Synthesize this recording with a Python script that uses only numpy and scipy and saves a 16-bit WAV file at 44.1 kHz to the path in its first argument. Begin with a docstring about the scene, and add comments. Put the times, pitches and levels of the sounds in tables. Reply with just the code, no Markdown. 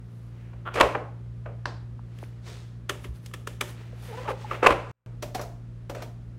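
"""In a small live room, over the steady hum of an appliance, a silicone bubble-popping mat squeaks by
stick-slip friction and flops onto a paper-covered table, whose top rings. One bubble snaps through.
Fingers tap and hands brush the paper; then a mat slides, squeaks and slaps down again. The sound
drops out briefly just before five seconds. Last, small hollow plastic toys are set down and ring."""
import sys
import numpy as np
from scipy import signal
from scipy.fft import rfft, irfft, next_fast_len
from scipy.io import wavfile
from scipy.ndimage import uniform_filter1d

SR = 44100
rng = np.random.default_rng(int(sys.argv[2]) if len(sys.argv) > 2 else 0)


def wav_record(signal):
    """Record a signal, one row per channel, as 16-bit PCM in the file named by sys.argv[1]."""
    frames = np.transpose(np.atleast_2d(signal))
    bounded = np.clip(frames, -1, 1)
    # unit amplitude maps onto the largest positive 16-bit level
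    quanta = np.round(bounded * 32767).astype(np.int16)
    wavfile.write(sys.argv[1], SR, quanta)


N = 281467

# Spectra of mat contact and of friction hiss. Each row: frequency in Hz, level in dB.
MAT = [(50, -21), (120, -11.5), (220, -13), (300, -6.5), (480, 3), (760, -4.5), (1000, 0), (1350, 0),
       (1900, -7), (2600, -8.5), (3400, -19.5), (4600, -28.5), (5600, -31), (12000, -42.5), (16000, -52.5)]
HISS = [(2200, -20.5), (3400, 5.5), (4800, 2.5), (6500, 1), (8500, -2), (10500, -15.5), (16000, -45.5)]
# Modes of the table top. Each row: frequency in Hz, level in dB, T60 in seconds.
TABLE_MODES = [(406.6, 5, 0.065), (482, -2.5, 0.32), (586.5, 5, 0.28), (622.8, -12, 0.15), (729, -6, 0.09),
               (1083, 2, 0.058), (1275, 7.5, 0.0426), (1360, 7, 0.022), (2628, -14, 0.036)]


def flops():
    """Inelastic impact: limp silicone slaps down dully and excites the modes of the table."""
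    # Each row: time in seconds, level in dB, softness from 0 to 1, crack in dB, room level in dB.
    landings = [(0.535, -51, 0.5, -0.5, 0.5), (0.743, -34, .45, 7, 6), (0.759, -25, .8, 3, 2.5),
                (0.802, -20, .25, 3.5, -6.5), (0.809, -14, .1, 1, -3), (0.8118, -8.5, 0.11, 2, 0),
                (0.829, -21, .85, -8, -2), (0.857, -29, 0.6, -9, 1), (0.953, -22, 0.46, -5, -0.5),
                (1.461, -38, 0.66, -3, 4.5), (4.514, -25, 0, 0.5, -4), (4.631, -16, .3, -3.5, -9.5),
                (4.650, -20.5, 0.9, -3.5, -6.5), (4.6645, -8, .05, 0, -4.5), (4.6703, -6.5, 0.2, 1.5, -3),
                (4.707, -14.5, .8, 1, -8.5), (4.725, -22.5, 0.5, 0.5, -3)]
    # Hardest, then softest contact. Each row: thud in dB, cavity frequency in Hz, T60 in seconds.
    touch = [(-4.5, 1200, 0.012), (12, 520, .07)]
    return impacts(landings, touch, MAT, TABLE_MODES, rise_s=0.0024, cavity_db=8.5, ring_db=-17)


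def taps(room_db=-4.5):
    """Brief contact gives a broad spectrum: fingertips smack crisply on the paper."""
    # Each row: time in seconds, level in dB, softness from 0 to 1, crack in dB.
    strikes = [(2.188, -50, .05, 2), (2.896, -22.5, 0.17, 1.5), (2.902, -31, 0.7, 1), (3.044, -40, 1, 1),
               (3.262, -43.5, 0.3, 6.5), (3.314, -53, 0.2, 1), (3.339, -34.5, 0.6, 2.5),
               (3.474, -29, .15, 2.5), (3.612, -21.5, .1, 2.5), (3.622, -35.5, 0.73, -5)]
    # Hardest, then softest contact. Each row: thud in dB, cavity frequency in Hz, T60 in seconds.
    touch = [(-3.5, 1500, .017), (12.5, 1100, .085)]
    # Spectrum of struck paper. Each row: frequency in Hz, level in dB.
    paper = [(150, -44), (250, -4), (429, 5.5), (662, -7.5), (1280, 1.5), (1530, -7), (1760, 2), (1910, -3),
             (3400, -6.5), (4120, -18.5), (7060, -18), (12800, -25.5), (16000, -31)]
    rows = [(*row, room_db) for row in strikes]
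    return impacts(rows, touch, paper, TABLE_MODES, rise_s=0.0014, cavity_db=7, ring_db=-20)


def toys(room_db=0.5):
    """Free vibration of a shell: light, hollow toys clack onto the table and ring briefly."""
    # Each row: time in seconds, level in dB, softness from 0 to 1, crack in dB.
    clacks = [(5.226, -32.5, 0.8, 1), (5.349, -30.5, 0.1, 1), (5.395, -34.5, 0.35, -10),
              (5.414, -42.5, 0.14, 6), (5.437, -39.5, 0.29, -7.5), (5.898, -33, 0.96, -1),
              (5.950, -37.5, 0.7, -2), (6.023, -36.5, 0.34, 0)]
    # Hardest, then softest contact. Each row: thud in dB, cavity frequency in Hz, T60 in seconds.
    touch = [(2, 770, 0.085), (6, 558.6, .07)]
    # Spectrum of struck plastic. Each row: frequency in Hz, level in dB.
    plastic = [(100, -17), (250, -1), (450, 1.5), (700, 0.5), (1100, 0), (1800, -5), (3000, -9),
               (4500, -12.5), (6300, -14), (9000, -21), (12000, -21), (16000, -24)]
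    # Each row: frequency in Hz, level in dB, T60 in seconds.
    shell_modes = [(591.6, 2, 0.12), (724.6, 0, 0.255), (1244, -5.5, 0.0639), (4237, -2.5, 0.056),
                   (5837, 3.5, 0.0334)]
    rows = [(*row, room_db) for row in clacks]
    return impacts(rows, touch, plastic, shell_modes, rise_s=0.0017, cavity_db=10.5, ring_db=-9)


def pop(room_db=-0.5):
    """Snap-through buckling: a silicone dome flips inside out under one finger."""
    # Each row: time in seconds, level in dB, softness from 0 to 1, crack in dB.
    snaps = [(1.6565, -23.5, 0.21, -3)]
    # Hardest, then softest contact. Each row: thud in dB, cavity frequency in Hz, T60 in seconds.
    touch = [(-.5, 1150, 0.0115), (6, 700, .04)]
    # Spectrum of the dome. Each row: frequency in Hz, level in dB.
    dome = [(100, -24), (300, -7.5), (700, -4), (1100, -2), (1700, 0), (2200, -9), (3200, -8), (4800, -2.5),
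            (6300, -13.5), (8500, -22.5), (12000, -39), (16000, -41)]
    rows = [(*row, room_db) for row in snaps]
    return impacts(rows, touch, dome, TABLE_MODES, rise_s=0.00028, cavity_db=7, ring_db=-33.5)


def impacts(rows, touch, body, modes, rise_s, cavity_db, ring_db):
    """Impact excitation: a burst of tiny contacts, coloured by body and trapped air, sets modes ringing."""
    # Bass and treble weightings. Each row: frequency in Hz, multiplier of the thud or crack in dB.
    thud = [(20, -5.2), (50, 3), (130, 1.6658), (250, 1.5), (600, 0.5)]
    crack = [(1500, -1.5), (5000, 1.5)]
    (hard_db, hard_hz, hard_s), (soft_db, soft_hz, soft_s) = touch
    out, t = np.zeros(N), np.arange(SR // 5) / SR
    lead_s = 0.02
    after = np.maximum(t - lead_s, 0)
    hz = np.geomspace(20, SR / 2, 200)
    for s, db, softness, crack_db, room_db in rows:
        # A softer contact thuds more and traps a deeper pocket of air.
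        thud_db = hard_db + softness * (soft_db - hard_db)
        cavity_hz = hard_hz * (soft_hz / hard_hz) ** softness
        t60 = hard_s * (soft_s / hard_s) ** softness
        contact_db = along(body, hz) + thud_db * along(thud, hz) + crack_db * along(crack, hz)
        spectrum = np.c_[hz, contact_db + resonance(hz, cavity_hz, 0.066, cavity_db)]
        # The contact area grows quickly, then the surfaces settle.
        press = np.exp(np.minimum(t - lead_s, 0) / rise_s) * fade(after, t60)
        hit = crest(colour(rng.standard_normal(len(t)) * press, spectrum))
        ring = np.zeros(len(t))
        for mode_hz, mode_db, mode_t60 in modes:
            gain = amp(mode_db + rng.normal(0, 1)) * rng.choice([-1, 1])
            ring += gain * np.sin(2 * np.pi * mode_hz * after) * fade(after, mode_t60)
        add(out, s - lead_s, amp(db) * (hit + amp(ring_db) * crest(ring)))
        # The room collects sound from all directions, so its tail has the smooth average spectrum.
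        pulse = colour(signal.unit_impulse(len(t)), spectrum)
        pulse *= np.linalg.norm(hit) / np.linalg.norm(pulse)
        add(out, s, amp(db + room_db) * room(pulse))
    return out


def pips(glide_s=0.0026, swell_cycles=1.2, gain_db=5.5, room_db=-22.5):
    """Damped oscillation: little pops and soft bumps fall in pitch as they die."""
    # Each row: start in seconds, relative level in dB, first and last pitch in Hz, T60 in seconds.
    bumps = [(0.828, -22.5, 96, 60, 0.106), (1.993, -35.5, 1320, 447, 0.0095),
             (2.228, -34, 1225, 244.1, 0.0325), (2.238, -39.5, 2850, 504, 0.0102),
             (3.085, -27, 80.9, 64, 0.187), (3.929, -41.5, 700, 477, 0.0454),
             (4.445, -32, 913, 843.7, 0.05), (4.706, -25, 109.6, 55, .1)]
    out, t = np.zeros(N), np.arange(SR // 4) / SR
    for s, db, start_hz, end_hz, t60 in bumps:
        hz = end_hz + (start_hz - end_hz) * np.exp(-t / glide_s)
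        cycles = np.cumsum(hz) / SR
        envelope = (1 - np.exp(-cycles / swell_cycles)) * fade(t, t60)
        add(out, s, amp(db + gain_db) * envelope * np.sin(2 * np.pi * cycles))
    return out + amp(room_db) * room(out)[:N]


def squeaks(t60=0.011, smooth_rasp_db=-27, rough_rasp_db=-6.5, room_db=-6):
    """Stick-slip friction: each slip kicks a damped resonance of the mat; rough slipping rasps."""
    # Each row: start and length in seconds, first and last rate in slips per second, level in dB,
    # resonance in Hz, roughness from 0 to 1.
    rubs = [(0.652, 0.035, 270, 245, -41, 1300, .7), (0.67, .026, 390, 280, -37.5, 1330, 0.6),
            (0.695, 0.12, 350, 400, -46, 1350, .9), (4.080, .046, 530, 410, -47, 648, .3),
            (4.124, .036, 390, 490, -44.5, 771, .05), (4.168, 0.033, 490, 515, -40.5, 760, .3),
            (4.242, .041, 480, 720, -43, 952, .65), (4.279, 0.021, 460, 380, -31, 1000, .35),
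            (4.299, 0.024, 690, 370, -38.5, 520, .5)]
    # Spectra of the rubber and of its rasp on paper. Each row: frequency in Hz, level in dB.
    rubber = [(100, -28), (400, 6.5), (1400, 2.5), (3000, -9.5), (5000, -20), (12000, -24.5)]
    paper_rasp = [(1200, -22.5), (1900, 2.5), (2400, 0), (3200, 4), (3800, -10), (4800, -25.5), (9000, -30)]
    out, t = np.zeros(N), np.arange(SR // 50) / SR
    for s, length, first_rate, last_rate, db, hz, roughness in rubs:
        n = int(length * SR)
        cycles = np.cumsum(np.linspace(first_rate, last_rate, n)) / SR
        slips = np.flatnonzero(np.diff(np.floor(cycles + .5)))
        shift, size = rng.standard_normal((len(slips), 2)).T
        grip = amp(2 * size) * np.sin(np.pi * (slips + 1) / (n + 1)) ** .5
        scatter_periods = 0.16 * roughness ** 2
        uneven_slips = np.clip(slips + shift * scatter_periods * SR / first_rate, 0, n - 1)
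        kicks = np.bincount(uneven_slips.astype(int), grip, n + len(t))
        ring = signal.fftconvolve(kicks, np.sin(2 * np.pi * hz * t) * fade(t, t60))[:len(kicks)]
        rasp_db = smooth_rasp_db + roughness * (rough_rasp_db - smooth_rasp_db)
        rasp = amp(rasp_db) * unit(colour(kicks, paper_rasp))
        add(out, s, amp(db) * unit(unit(colour(ring, rubber)) + rasp))
    return out + amp(room_db) * room(out)[:N]


def drags(room_db=-4):
    """Intermittent contact: a dragged mat or a rocking toy chatters coarsely on the table."""
    # Each row: start and length in seconds, chatter level in dB, hiss level in dB.
    scrapes = [(0.77, 0.0255, -26.5, -60), (4.275, 0.048, -35.5, -56), (4.507, 0.0532, -36.5, -64.5),
               (4.629, 0.029, -23, -49), (4.762, 0.314, -49.5, -67.5), (5.377, .055, -46, -66.5),
               (5.959, 0.067, -49.5, -60.5)]
    out = np.zeros(N)
    for s, length, db, hiss_db in scrapes:
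        n = int(length * SR)
        chatter = amp(db) * noise(MAT, n, grain_db=2)
        hiss = amp(hiss_db) * noise(HISS, n, grain_db=3.5)
        add(out, s, (chatter + hiss) * signal.windows.tukey(n, .15))
    return out + amp(room_db) * room(out)[:N]


def sliding():
    """Sliding friction: silicone moves heavily over the paper, with much scuff and little sheen."""
    # Each row: fastest moment, rise and fall in seconds, level in dB, scuff in dB relative to hiss.
    slides = [(0.422, .17, 0.24, -77.5, 15.5), (2.2, .12, 0.23, -68, 8), (2.478, .03, 0.1556, -50.5, 2),
              (3.80, .12, .17, -63.5, 9.5), (4.21, .22, .16, -56.5, 10), (4.42, .06, 0.062, -56.5, 3),
              (4.53, 0.077, 0.11, -55.5, 13.5)]
    return sum(amp(db) * stroke(s, rise, fall, scuff_db, sheen_db=-15.5, friction_hz=3743.5)
               for s, rise, fall, db, scuff_db in slides)


def brushing():
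    """Light friction: skin skims the paper with a bright sheen."""
    # Each row: fastest moment and length in seconds, level in dB.
    brushes = [(0.178, 0.49, -76), (2.187, 0.09, -73.5), (2.233, 0.095, -64.5), (3.04, 0.097, -62),
               (3.16, 0.079, -66), (3.258, 0.12, -65.5), (3.404, .12, -72), (3.53, .08, -66.5),
               (3.692, 0.076, -55), (4.057, .17, -57), (4.30, 0.045, -55)]
    return sum(amp(db) * stroke(s, .4 * length, .6 * length, scuff_db=3, sheen_db=-1, friction_hz=4700)
               for s, length, db in brushes)


def stroke(s, rise, fall, scuff_db, sheen_db, friction_hz, drop_db=12):
    """Friction noise follows speed: a grainy rub swells until time s, then slows to rest."""
    # Low and high bands of the rub. Each row: frequency in Hz, level in dB.
    scuff = [(100, -18), (350, 9), (800, 4), (1400, 1), (2200, 1), (3000, -1), (4500, -24.5)]
    sheen = [(6500, -26.5), (9300, 0.5), (12000, -1.5), (16000, -10.5)]
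    # Resonances of the paper sheet. Each row: frequency in Hz, relative width, lift in dB.
    sheet = [(1340, .08, 2), (1872, 0.1, 2.5), (3420, 0.042, 0)]
    out, t = np.zeros(N), np.arange(max(-2 * rise, -s), 2 * fall, 1 / SR)
    speed = amp(-drop_db * np.maximum(-t / rise, t / fall) ** 1.2)
    rub = unit(resonate(noise(HISS, len(t), grain_db=2), [(friction_hz, 0.52, 5)]))
    rub += amp(scuff_db) * noise(scuff, len(t), grain_db=2)
    rub += amp(sheen_db) * noise(sheen, len(t), grain_db=3)
    add(out, s + t[0], speed * resonate(rub, sheet))
    return out


def appliance(shaft_hz=58.55, rumble_db=-52, air_db=-57, waver_db=1.25):
    """Periodic forcing: a motor hums at harmonics of its shaft rate, over rumble and moving air."""
    # Each row: multiple of the shaft rate, rms level in dB.
    harmonics = [(1, -51.5), (2, -40.5), (3, -55), (4, -63.5), (6, -68.5)]
    # Noise spectra. 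Each row: frequency in Hz, level in dB.
    rumble = [(20, -52), (35, -20.5), (47, 8.5), (64, 12.5), (85, 6.5), (150, 6.5), (220, -8.5), (320, -51)]
    air = [(120, -31), (200, -11), (240, -6), (300, -14.5), (360, -14), (480, -17), (900, -28),
           (1200, -25.5), (1800, -30.5), (2300, -33.5), (5500, -42.5), (11000, -50.5), (16000, -70)]
    angle = 2 * np.pi * shaft_hz * np.arange(N) / SR + 0.026 * wobble(1.2)
    hum = np.zeros(N)
    for multiple, db in harmonics:
        gain = np.sqrt(2) * amp(db + waver_db * wobble(1.3))
        hum += gain * np.sin(multiple * angle + rng.uniform(0, 2 * np.pi))
    return hum + amp(rumble_db) * noise(rumble, N) + amp(air_db) * noise(air, N)


def drones():
    """Slow modulation of phase and level makes faint, low tones waver under the hum."""
    # Each row: start and end in seconds, frequency in Hz, rms level in dB.
    tones = [(0, 3.854, 69.67, -55), (5.049, 6.38, 44.9, -51.5)]
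    out = np.zeros(N)
    for start, end, hz, db in tones:
        n = int((end - start) * SR)
        tone = np.sqrt(2) * np.sin(2 * np.pi * hz * np.arange(n) / SR + .4 * wobble(2.4, n))
        add(out, start, amp(db + 1.5 * wobble(2.2, n)) * tone * signal.windows.tukey(n, .1))
    return out


def room(x, build_s=0.00062):
    """Diffuse reverberation: x is convolved with a fresh noise tail that lasts longest in the bass."""
    # Each row: frequency in Hz, T60 in seconds.
    decay_times = [(100, 1), (400, 0.2856), (1000, 0.472), (2500, 0.422), (6000, .42), (14000, 0.33)]
    # Each row: frequency in Hz, reflected level in dB.
    walls = [(80, -12.5), (300, 0), (600, 3), (1200, -9.5), (2500, -7), (6000, -5), (14000, -2.5)]
    hz, t, bands = signal.stft(rng.standard_normal(SR // 2), SR, nperseg=256)
    envelope = fade(t, along(decay_times, hz)[:, None]) * (1 - np.exp(-t / build_s)) ** 2
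    tail = signal.istft(bands * envelope, SR)[1]
    return signal.fftconvolve(x, colour(tail / np.linalg.norm(tail), walls))


def resonance(hz, centre_hz, width, lift_db):
    """A bell-shaped peak in dB on a logarithmic frequency axis."""
    return lift_db / (1 + (np.log(hz / centre_hz) / width) ** 2)


def resonate(x, peaks):
    """Zero-phase filtering by a set of resonance peaks."""
    hz = np.fft.rfftfreq(len(x), 1 / SR) + 1
    lift_db = sum(resonance(hz, *peak) for peak in peaks)
    return irfft(rfft(x) * amp(lift_db), len(x))


def colour(x, points):
    """Minimum-phase filtering to a (Hz, dB) shape; folding the cepstrum makes it causal."""
    m = 2 * next_fast_len(len(x) // 2 + 1024, True)
    gain = amp(along(points, np.fft.rfftfreq(m, 1 / SR)))
    cepstrum = irfft(np.log(gain + 1e-6))
    cepstrum[1:m // 2] *= 2
    cepstrum[m // 2 + 1:] = 0
    return irfft(rfft(x, m) * np.exp(rfft(cepstrum)))[:len(x)]


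def noise(points, size, grain_db=0):
    """Coloured noise of rms 1; amplitude modulation by grain_db breaks it into millisecond grains."""
    return unit(colour(rng.standard_normal(size) * amp(grain_db * wobble(700, size)), points))


def wobble(rate, size=N):
    """Linear interpolation between random knots, rate of them a second."""
    knots = rng.standard_normal(int(size * rate / SR) + 4)
    return np.interp(np.arange(size) * rate / SR, np.arange(len(knots)), knots)


def along(points, hz):
    """Interpolation of (Hz, value) points on a logarithmic frequency axis."""
    knots_hz, values = np.transpose(points)
    return np.interp(np.log(hz + 1), np.log(knots_hz), values)


def fade(t, t60):
    """Exponential decay by 60 dB in t60 seconds."""
    return amp(-60 * t / np.maximum(t60, .002))


def amp(db):
    """Decibels to amplitude ratio."""
    return 10 ** (np.asarray(db) / 20)


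def unit(x):
    """Normalisation to rms 1."""
    return x / np.sqrt(np.mean(x ** 2) + 1e-20)


def crest(x):
    """Normalisation of the loudest four milliseconds to rms 1."""
    return x / np.sqrt(uniform_filter1d(x ** 2, size=176).max() + 1e-20)


def add(track, s, x):
    """Superposition of x on track from time s."""
    start = max(round(s * SR), 0)
    track[start:start + len(x)] += x[:max(N - start, 0)]


def scene():
    """Superposition: the pressures of all sources sum at one microphone."""
    knocks = flops() + taps() + toys() + pop() + pips()
    friction = squeaks() + brushing() + sliding() + drags()
    return (knocks + friction + appliance() + drones())[None]


def record(dry, ceiling=0.95, gap_start_s=4.915, gap_end_s=5.062, gap_db=-42, top_hz=15800):
    """Soft saturation rounds the peaks, the level drops out briefly, and a low-pass cuts the top."""
    t = np.arange(N) / SR
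    rounded = dry / (1 + np.abs(dry / ceiling) ** 4) ** (1 / 4)
    dropout = np.where((t > gap_start_s) & (t < gap_end_s), amp(gap_db), 1)
    passband = np.fft.rfftfreq(N, 1 / SR) < top_hz
    return irfft(rfft(rounded * dropout) * passband, N)


dry = scene()
out = record(dry)
wav_record(out)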